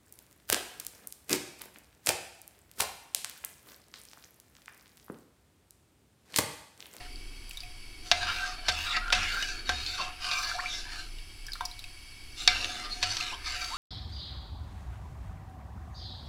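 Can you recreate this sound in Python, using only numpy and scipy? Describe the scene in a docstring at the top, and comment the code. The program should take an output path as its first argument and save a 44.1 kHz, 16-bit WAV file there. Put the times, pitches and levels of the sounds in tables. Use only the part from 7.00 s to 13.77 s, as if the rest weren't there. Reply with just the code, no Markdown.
"""Spoon stirring rice and milk in a steel pot

A steel spoon scrapes the bottom (random slips ringing the pot's modes), knocks on the wall (noise
bursts plus modes) and drags gurgling hollows through the milk (gliding resonances). In two lulls,
spoon lifted, milk drips back (splashes, rising bubble notes). The gas burner hisses (shaped noise)
over a deep throbbing hum (narrow noise)."""
import sys
import numpy as np
from scipy import signal
from scipy.fft import rfft, irfft
from scipy.io import wavfile
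from scipy.ndimage import uniform_filter1d, minimum_filter1d

SR = 44100
rng = np.random.default_rng(int(sys.argv[2]) if len(sys.argv) > 2 else 0)


def digitize_waveform(pressure):
    """Quantize a signal to 16-bit integers and store it at the path in sys.argv[1].

    Rows of a 2-D input are taken as channels; values are limited to [-1, 1].
    """
    field = np.atleast_2d(pressure).T
    bounded = np.clip(field, -1, 1)
    quanta = np.round(bounded * 32767).astype(np.int16)
    wavfile.write(sys.argv[1], SR, quanta)


N = 298557
TIME_S, FREQ_HZ = np.arange(N) / SR, np.fft.rfftfreq(N, 1 / SR)

# Levels in the tables are before each source's own gains.
# sweeps over the bottom: start_s, end_s, level_db, easing_by_end_db, body_rel_db, fizz_rel_db,
# firmness_db, froth_db
STROKES = [ (-0.04, 0.122, -51.5, -5.5, 5.5, -6, -8, -70), (1.029, 1.157, -45, 3, -6.5, -2, -2, -70),
           (1.132, 1.58, -37.5, -1.5, -4, -9.5, -4, -61), (1.645, 2.018, -37, -0.5, -3.5, -8.5, -3, -55.5),
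           (2.111, 2.624, -28, -17.5, -6.5, -15, -4, -58),
           (2.644, 3.117, -40.5, 6.5, -8.5, -7.5, -0.5, -63), (3.197, 3.636, -32, -9, -6, -6.5, 5.5, -56),
           (3.586, 3.885, -41, 1, -21, -7.5, 0.5, -74), (3.885, 4.098, -37.5, -14, -4.5, -9, 2.5, -72),
           (5.352, 5.532, -40.5, 0, -10.5, -2, -4, -65), (5.488, 5.914, -31.5, -16.5, -3.5, -11.5, -1, -68),
           (5.878, 6.072, -48, -5, -20, 5, 8, -74), (6.004, 6.382, -35, -6, -7.5, -6.5, 3.5, -66),
           (6.425, 6.847, -35, -8.5, -6, -8, 0.5, -60)]
# glides of the sunken spoon: start_s, end_s
GLIDES = [(1.1, 4.1), (5.4, 6.9)]
# hand bearing down: middle_s, half_length_s, extra_pressure_db
PRESSES = [(1.29, 0.1, 2.5), (1.875, 0.0099, 4), (1.972, 0.0095, 17), (2.32, 0.015, 3.5),
           (3.005, 0.026, 4.5), (3.46, 0.017, 5), (3.875, 0.036, 4), (5.862, 0.027, 11.5)]
# steel rubbing on steel under milk: freq_hz, density_db (per Hz, relative)
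RUB_SPECTRUM = [(150, -9.5), (330, -19.5), (520, -13), (800, -7), (1050, -6.5), (1300, -0.5), (2000, -2.5),
                (2800, 11.5), (3350, 4), (4400, 7.5), (5800, 4.5), (7200, 3.5), (10000, -5), (16000, -21.5)]
# modes of the filled pot: freq_hz, height_over_broad_response_db, t60_s
POT_MODES = [(712, -9.5, 0.08), (728.8, 21, 0.24), (966, 3.5, 0.074), (1221, 6.5, 0.12), (1342, 6, 0.13),
             (1560, -20, 0.14), (1573, 10.5, 0.11), (1677, 3.5, 0.37), (1680, 4, 0.077), (2078, 13, 0.34),
             (2175, 2, 0.28), (2332, 10.5, 0.16), (2484, -1, 0.1), (2792, 5.5, 0.42), (2940, -7, 0.1),
             (3034, -2, 0.43), (3556, 7.5, 0.066), (3774, 8, 0.039), (3720, 2, 0.13), (4164, 2.5, 0.049),
             (4482, 10, 0.04), (4880, -5, 0.1), (4970, -1.5, 0.04), (5560, -1, .06), (5860, 0.5, 0.022)]
# blow on the wall: freq_hz, density_db (per Hz, relative)
BLOW_SPECTRUM = [(100, -16.5), (400, -17.5), (600, -11), (950, -8), (1400, -3.5), (2500, 4), (4000, 7),
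                 (5500, 5), (7000, -6), (9000, -15), (16000, -37)]
# spoon knocks: start_s, level_db, chatter_s, tilt_db (per octave), clatter_db, ring_db, spot_hz, spot_db
KNOCKS = [(1.1149, -13.5, 0.0065, -4, -10, 0, 718.6, -4.5), (1.6842, -16, 0.017, -5, -12, -2.5, 1566, -6.5),
          (1.967, -29, 0.0055, -5, -16, -3.5, 1282, 4.5), (2.08, -40, 0.0048, -7, -4, -10, 1390, -3),
          (2.103, -31.5, 0.0015, -6, -6, -12, 1414, 5), (2.1242, -26, 0.002, -3.5, 7, -5, 4400, -12),
          (2.127, -16.5, 0.0095, -4.5, -17, -0.5, 2630, -3.5), (2.149, -26, 0.0062, 1, -17, -29, 3500, -10),
          (2.425, -27, 0.0038, -3, -14, -30, 2940, 1.5), (2.6925, -21.5, 0.0077, -7, -5.5, -0.5, 1575, -2),
          (2.8635, -31.5, 0.0016, 6, -12, -3, 3700, -0.5), (3.314, -29, 0.025, -3.5, -10, 6, 2450, -1),
          (5.4764, -10.5, 0.0036, -1, -8.5, 2, 2283, -7.5), (5.645, -26, 0.0028, 0, -6, -5, 4400, -11),
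          (6.028, -18.5, 0.014, -2.5, -19, -1.5, 4550, -28), (6.168, -27.5, .006, -0.5, -4, -7, 4430, -11),
          (6.4593, -41, 0.012, 7, -8, 8, 1254, 4), (6.644, -32.5, 0.0038, 13, -17, 1, 4560, -1)]
# drops and bursting bubbles: start_s, level_db, pitch_hz, splash_rel_db
DROPS = [(.158, -37, 4600, -20), (.494, -49.5, 9500, 10), (.5103, -39.5, 2340, 4), (0.533, -47, 6960, 0),
         (0.5723, -32, 3720, -5), (0.605, -31, 4640, -12), (.634, -36, 2430, -4.5),
         (3.5146, -25, 1415, -11), (3.659, -22.5, 2270, -27), (4.186, -38, 2800, -10),
         (4.4665, -32.5, 5020, -6), (4.484, -36, 1650, -8), (4.5197, -28, 4820, -21),
         (4.5337, -26, 4080, -8), (4.555, -38, 1340, 0), (4.6085, -22.5, 963, -6), (4.653, -28.5, 5480, -4),
         (4.6562, -26.5, 4850, -9), (4.7133, -34, 3920, -10), (4.7921, -37, 3940, -1.5),
         (4.841, -35.5, 2500, -3.5), (6.2086, -19, 2600, -21), (6.305, -31, 2500, -20)]
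# air hollows behind the spoon: start_s, length_s, first_hz, last_hz, level_db, pole_width_hz
HOLLOWS = [(1.207, 0.038, 1637, 1590, -35, 60), (1.248, 0.095, 1344, 1485, -34.5, 150),
           (1.256, 0.074, 2990, 2810, -36.5, 200), (1.375, 0.12, 1554, 1584, -37, 30),
           (1.736, 0.13, 2640, 2960, -37.5, 150), (1.836, 0.14, 1277, 1418, -38, 100),
           (1.885, 0.058, 3950, 3490, -32.5, 200), (1.919, 0.078, 2097, 1795, -31, 222),
           (1.996, 0.141, 1390, 1480, -38, 80), (2.139, 0.124, 1255, 1367, -39, 100),
           (2.149, 0.18, 2713, 1770, -35, 294), (2.29, 0.18, 1410, 1672, -35, 99),
           (2.974, 0.051, 1290, 938, -35, 175), (3.028, 0.099, 1050, 1383, -46.5, 150),
           (3.2, 0.33, 1170, 1260, -39.5, 104), (3.257, 0.16, 2483, 2355, -35.5, 70),
           (3.532, 0.049, 669, 840, -44, 40), (3.572, 0.036, 798, 1460, -37.5, 35),
           (3.583, 0.025, 1177, 2490, -32.5, 70), (3.628, 0.026, 1027, 1570, -38.5, 99),
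           (3.667, 0.088, 3740, 3480, -38, 180), (3.674, 0.16, 5650, 5060, -40.5, 500),
           (5.903, 0.046, 4250, 4310, -34, 130), (6.312, 0.044, 867, 1060, -40, 120),
           (6.325, 0.0295, 2900, 3510, -39.5, 300), (6.696, 0.1, 822, 1863, -38.5, 30)]
# soft pushes of spoon or milk, ringing the pot's deep note: start_s, level_db
PLOPS = [(.0, -44.5), (.625, -49.5), (4.612, -43), (4.84, -59)]
# pot rocking on the grate: start_s, length_s, pitch_hz, level_db
ROCKS = [(1.11, 0.35, 78.8, -50.5), (1.672, 0.27, 75, -47), (2.127, 0.27, 81.4, -48), (2.682, 0.3, 76, -45),
         (5.475, 0.26, 80.3, -50.5), (6.027, 0.17, 92, -49), (6.32, 0.58, 58.9, -50.5)]
# low rustle around the pot: time_s, level_db
RUSTLE_LEVEL = [(0.0, -60), (0.4, -60.5), (0.56, -76), (0.81, -65), (0.96, -62), (1.15, -58), (1.96, -65),
                (2.62, -56), (2.94, -60), (3.24, -70), (3.45, -69), (3.66, -64), (3.83, -60.5), (4.94, -74),
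                (5.64, -54), (6.77, -66)]
# quiet kitchen, burner on: freq_hz, density_db (per Hz, relative)
AIR_SPECTRUM = [(15, 27.5), (45, 18.5), (75, 15), (115, 14), (170, -6), (240, -1.5), (330, 0.5),
                (450, -9.5), (1000, -4.5), (2800, -3), (5000, -5.5), (6700, -11.5), (11500, -17),
                (16000, -26)]
# gas whistling through the burner: centre_hz, spread_hz, density_db (per Hz, relative)
BURNER_PEAKS = [(736, 55, -2), (1668, 18, 4.5), (2256, 112, 13.5), (2640, 180, 4), (2940, 260, 3),
                (3244, 80, 8.5), (3820, 46, 0.5), (4410, 59, 10.5), (4685, 175, 9.5), (5256, 320, 4),
                (6040, 120, 1), (7360, 250, -7), (7760, 300, -3), (9230, 470, -3), (9990, 890, -2.5),
                (12200, 720, -10)]
# deep hum: time_s, level_db
HUM_LEVEL = [(0.0, -47), (0.07, -42), (1.13, -49), (1.66, -42.5), (1.81, -53), (2.0, -36.5), (3.32, -51),
             (3.36, -48.5), (4.24, -39.5), (4.3, -59), (4.45, -41), (5.28, -62), (5.51, -38.5), (5.79, -62),
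             (5.88, -41), (6.43, -59), (6.77, -48)]

ATTACK_S, RELEASE_S = 0.048, 0.095
FIZZ_EASING_SHARE = 0.26  # share of the easing, in dB, that the fizz follows
GLIDE_DB, GLIDE_BODY_REL_DB, GLIDE_FIZZ_REL_DB = -50.5, 2, -19.5
PRESS_BODY, PRESS_FIZZ, PRESS_FIRMNESS = 0.8, 0.18, 0.95  # dB per dB of extra pressure
BUBBLE_1KHZ_T60_S, BUBBLE_SHORTENING = 0.031, 0.45  # t60 falls with this power of pitch
HISS_DB = -51  # rms within 1-15 kHz
EDGE_HZ = 16000


def scrape(grains_per_s=2200, grain_db=3.0, smooth=0.85, judder_db=0.8, grip_db=3, ring_db=-1,
           body_db=-2, mid_db=-3, fizz_db=-4):
    """Tiny slips of steel and rice excite the pot, which rings more whenever the spoon grips."""
    body, middle, fizz, firmness_db = stirring()
    slips = (rng.random(N) < grains_per_s / SR) * rng.choice([-1, 1], N)
    slips = slips * amp(grain_db * np.minimum(rng.exponential(1, N), 5))
    judder = amp(judder_db * evened(band(rng.standard_normal(N), 8.7, 90)))
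    grip = amp(firmness_db + grip_db * evened(band(rng.standard_normal(N), 9.4, 21.7)))
    source = evened(slips) + smooth * rng.standard_normal(N)
    rub = colour(travelling(source) * judder, RUB_SPECTRUM)
    ringing = signal.oaconvolve(rub * amp(ring_db) * grip, pot_ring())[:N]
    rub = (rub + ringing) / np.hypot(1, amp(firmness_db))
    low = evened(band(rub, 190, 1800))
    mid = evened(band(rub, 1800, 5000))
    high = evened(band(rub, 5000, 20000))
    return amp(body_db) * body * low + amp(mid_db) * middle * mid + amp(fizz_db) * fizz * high


def stirring():
    """Body, middle and fizz gains, firmness in dB: each sweep changes as it goes; pressure deepens it."""
    glide = sum(contact(start_s, end_s) for start_s, end_s in GLIDES) * amp(GLIDE_DB)
    body_power = (glide * amp(GLIDE_BODY_REL_DB)) ** 2
    middle_power = glide ** 2
    fizz_power = (glide * amp(GLIDE_FIZZ_REL_DB)) ** 2
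    firmness_db = np.zeros(N)
    for start_s, end_s, db, ease_db, body_db, fizz_db, firm_db, _ in STROKES:
        touch = contact(start_s, end_s)
        eased_db = ease_db * progress(start_s, end_s)
        power = (touch * amp(db + eased_db)) ** 2
        middle_power = middle_power + power
        body_power = body_power + power * amp(body_db) ** 2
        fizz_power = fizz_power + (touch * amp(db + fizz_db + FIZZ_EASING_SHARE * eased_db)) ** 2
        firmness_db = firmness_db + touch * firm_db
    press_db = swells(PRESSES)
    body = np.sqrt(body_power) * amp(PRESS_BODY * press_db)
    middle = np.sqrt(middle_power) * amp(press_db)
    fizz = np.sqrt(fizz_power) * amp(PRESS_FIZZ * press_db)
    return body, middle, fizz, firmness_db + PRESS_FIRMNESS * press_db


def contact(start_s, end_s):
    """The spoon bites quickly, holds and lets go more slowly."""
    return np.clip((TIME_S - start_s) / ATTACK_S, 0, 1) * np.clip((end_s - TIME_S) / RELEASE_S, 0, 1)


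def progress(start_s, end_s):
    """Runs from 0 to 1 over a sweep."""
    return np.clip((TIME_S - start_s) / (end_s - start_s), 0, 1)


def swells(rows):
    """Bell-shaped rises in dB."""
    return sum(db * np.exp(-((TIME_S - middle_s) / half_s) ** 2) for middle_s, half_s, db in rows)


def travelling(x):
    """The moving spoon crosses nodes of the pot's modes, so narrow bands swell and fade."""
    spectrum = signal.stft(x, nperseg=1024, noverlap=768)[2]
    gain = patches(4.2, 4, 16)[:, :spectrum.shape[1]]
    return signal.istft(spectrum * gain, nperseg=1024, noverlap=768)[1][:N]


def patches(depth_db, width_bins, length_frames):
    """Gain over (frequency, time) that drifts in narrow patches."""
    field = rng.standard_normal((513, N // 256 + 5))
    for _ in range(2):
        field = uniform_filter1d(field, width_bins, axis=0)
        field = uniform_filter1d(field, length_frames, axis=1)
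    return amp(depth_db * np.clip(evened(field), -2.2, 2.2))


def pot_ring():
    """What the pot's decaying modes add to one unit click."""
    t = TIME_S[:SR // 2]
    ring = np.zeros(len(t))
    for hz, height_db, t60_s in POT_MODES:
        scale = 2 * np.log(1000) / (t60_s * SR)  # height is relative to the click's flat spectrum
        ring += amp(height_db - 60 * t / t60_s) * scale * np.cos(2 * np.pi * hz * t)
    return ring


def froth(lo_hz=9500, hi_hz=14500, sharpness=5, flicker_db=2):
    """Milk fizzes faintly past the spoon's rim in the fast middle of each sweep."""
    speed = np.zeros(N)
    for start_s, end_s, *_, db in STROKES:
        speed += amp(db) * np.sin(np.pi * progress(start_s, end_s)) ** sharpness
    flicker = amp(flicker_db * evened(band(rng.standard_normal(N), 10, 200)))
    return speed * evened(band(rng.standard_normal(N) * flicker, lo_hz, hi_hz))


def knocks(gain_db=21, clatter_t60_s=0.17, spot_t60_s=0.067):
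    """The spoon chatters on the wall: the struck spot sings, clatter dies fast, modes ring on."""
    out, t, ring = np.zeros(N), TIME_S[:SR // 2], pot_ring()
    for start_s, db, chatter_s, tilt_db, clatter_db, ring_db, spot_hz, spot_db in KNOCKS:
        chatter = np.exp(-(t / chatter_s) ** 2)
        clatter = amp(-60 * t / clatter_t60_s)
        envelope = np.hypot(unit_energy(chatter), amp(clatter_db) * unit_energy(clatter))
        burst = envelope * rng.choice([-1, 1], len(t))
        blow = colour(burst + amp(ring_db) * ring, BLOW_SPECTRUM, tilt_db)
        spot = np.sin(2 * np.pi * spot_hz * t) * amp(-60 * t / spot_t60_s) * (1 - chatter)
        add(out, start_s, amp(db + gain_db) * (blow + amp(spot_db) * unit_energy(spot)))
    return out


def gurgles(gain_db=-4):
    """Hollows in the milk resonate, gliding as they open or close."""
    out = np.zeros(N)
    for start_s, length_s, first_hz, last_hz, db, width_hz in HOLLOWS:
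        u = np.linspace(0, 1, int(length_s * SR))
        note = narrow(first_hz * (last_hz / first_hz) ** (u ** 1.4), width_hz)
        add(out, start_s, amp(db + gain_db) * evened(note * np.sin(np.pi * u)))
    return out


def drops(rise=0.266, splash_t60_s=0.014, pot_db=-4):
    """Each drop splashes and leaves a bubble whose note rises as it dies; higher notes splash higher."""
    out, t = np.zeros(N), TIME_S[:SR // 6]
    for start_s, db, hz, splash_db in DROPS:
        t60_s = BUBBLE_1KHZ_T60_S * (1000 / hz) ** BUBBLE_SHORTENING
        rising_hz = hz * (1 + rise * np.minimum(t / t60_s, 1))
        bubble = np.sin(2 * np.pi * np.cumsum(rising_hz) / SR)
        bubble = bubble * amp(-60 * t / t60_s) * (1 - np.exp(-t * hz))
        spray = [(hz * 0.75, -20), (hz * 0.77, -10), (hz, 0), (hz * 2, -9), (hz * 6, -18), (hz * 20, -36)]
        splash = colour(rng.standard_normal(len(t)) * amp(-60 * t / splash_t60_s), spray)
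        add(out, start_s, amp(db) * (bubble + amp(splash_db) * splash))
    return out + amp(pot_db) * signal.oaconvolve(out, pot_ring())[:N]


def plops(hz=724, t60_s=0.47, rise_s=0.0068):
    """Soft pushes of spoon or milk ring only the deep note of the pot."""
    out, t = np.zeros(N), TIME_S[:SR // 2]
    for start_s, db in PLOPS:
        envelope = amp(db - 60 * t / t60_s) * (1 - np.exp(-t / rise_s))
        add(out, start_s, envelope * np.sin(2 * np.pi * hz * t))
    return out


def rocking(pole_width_hz=7.1):
    """A push sets the heavy pot swaying on the grate with a low hum."""
    out = np.zeros(N)
    for start_s, length_s, hz, db in ROCKS:
        u = np.linspace(0, 1, int(length_s * SR))
        hum = narrow(np.full(len(u), hz), pole_width_hz)
        add(out, start_s, amp(db) * evened(hum * np.sin(np.pi * np.sqrt(u))))
    return out


def rustle(lo_hz=235, hi_hz=390):
    """A soft low wash of band noise comes and goes under the hiss."""
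    level = amp(np.interp(TIME_S, *np.transpose(RUSTLE_LEVEL)))
    return level * evened(band(rng.standard_normal(N), lo_hz, hi_hz))


def burner_hiss():
    """Steady gas noise, peaking at the burner's resonances."""
    power = read(AIR_SPECTRUM, FREQ_HZ) ** 2
    for hz, spread_hz, db in BURNER_PEAKS:
        power += amp(db) ** 2 / (1 + ((FREQ_HZ - hz) / (0.56 * spread_hz)) ** 2) ** 2
    hiss = irfft(rfft(rng.standard_normal(N)) * np.sqrt(power), N)
    return amp(HISS_DB) * hiss / np.std(band(hiss, 1000, 15000))


def deep_hum(pitch_hz=27.5, pole_width_hz=3, gain_db=-1):
    """Narrow low noise, evened over short spans, throbs with a level curve."""
    hum = narrow(np.full(N, pitch_hz), pole_width_hz)
    hum = hum / np.sqrt(uniform_filter1d(hum ** 2, size=5000))
    return amp(gain_db + np.interp(TIME_S, *np.transpose(HUM_LEVEL))) * hum


def room(x, t60_s=0.32, gap_s=0.018):
    """Dense reflections, as decaying noise that builds up over the gap."""
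    t = TIME_S[:SR // 2]
    tail = rng.standard_normal(len(t)) * amp(-60 * t / t60_s) * (1 - np.exp(-(t / gap_s) ** 2))
    tail = colour(tail, [(200, 2.0), (1000, -9.5), (5000, -10.5), (15000, -10.5)])
    return signal.oaconvolve(x, unit_energy(tail))[:N]


def amp(db):
    """Decibels to gain."""
    return 10 ** (np.asarray(db) / 20)


def evened(x):
    """Scales to an rms of one."""
    return x / np.sqrt(np.mean(x ** 2) + 1e-20)


def unit_energy(x):
    """Scales to a summed square of one."""
    return x / np.linalg.norm(x)


def read(points, hz):
    """Gain of a spectrum given as points on a log-frequency axis."""
    point_hz, db = np.transpose(points)
    return amp(np.interp(np.log(hz + 1), np.log(point_hz), db))


def add(mix, start_s, sound):
    """Mixes a sound in at a time."""
    part = mix[max(round(start_s * SR), 0):][:len(sound)]
    part += sound[:len(part)]


def band(x, lo_hz, hi_hz):
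    """Keeps one band, with soft edges."""
    loss = (1 + (lo_hz / (FREQ_HZ + 1)) ** 12) * (1 + (FREQ_HZ / hi_hz) ** 12)
    return irfft(rfft(x) / np.sqrt(loss), N)


def colour(x, points, tilt_db=0, size=2048):
    """Causal unit-energy filter of a given spectrum, tilted per octave towards 5 kHz."""
    hz = abs(np.fft.fftfreq(size, 1 / SR))
    folded_hz = np.clip(np.minimum(hz, 5000 ** 2 / (hz + 1)), 700, None)  # mirrored about 5 kHz
    log_gain = np.log(read(points, hz) * amp(tilt_db * np.log2(folded_hz)))
    taps = np.fft.ifft(np.exp(np.conj(signal.hilbert(log_gain)))).real  # minimum phase
    return signal.oaconvolve(x, unit_energy(taps))[:len(x)]


def narrow(hz, pole_width_hz):
    """A randomly driven resonance follows a pitch curve; its swells are partly flattened."""
    pole = np.exp(-2 * np.pi * pole_width_hz / SR)
    drive = rng.standard_normal((len(hz) + SR // 10, 2)) @ [1, 1j]  # 0.1 s run-in
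    swell = signal.lfilter([1], np.poly([pole, pole]), drive)[-len(hz):]
    carrier = np.exp(2j * np.pi * np.cumsum(hz) / SR)
    return evened((swell / np.sqrt(abs(swell)) * carrier).real)


def scene(knock_room_db=-14, scrape_room_db=-12, milk_room_db=-11, wall_db=-6):
    """Spoon, milk and stove in a small kitchen with tiled walls."""
    blows = knocks()
    rub = scrape() + froth()
    milk = drops() + gurgles()
    milk = milk + amp(wall_db) * room(milk, t60_s=0.024, gap_s=0.0036)  # echoes between the pot's walls
    echo = room(amp(knock_room_db) * blows + amp(scrape_room_db) * rub + amp(milk_room_db) * milk)
    background = rustle() + burner_hiss() + deep_hum()
    return (blows + rub + milk + echo + plops() + rocking() + background)[None]


def record(dry):
    """A fast limiter holds peaks under full scale; then the band limit."""
    headroom = np.minimum(1, .95 / (abs(dry) + 1e-9))
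    gain = uniform_filter1d(minimum_filter1d(headroom, size=81), size=81)
    lowpass = signal.firwin(401, EDGE_HZ, window=("kaiser", 8), fs=SR)
    return signal.oaconvolve(dry * gain, lowpass[None], "same")


dry = scene()
out = record(dry)
digitize_waveform(out)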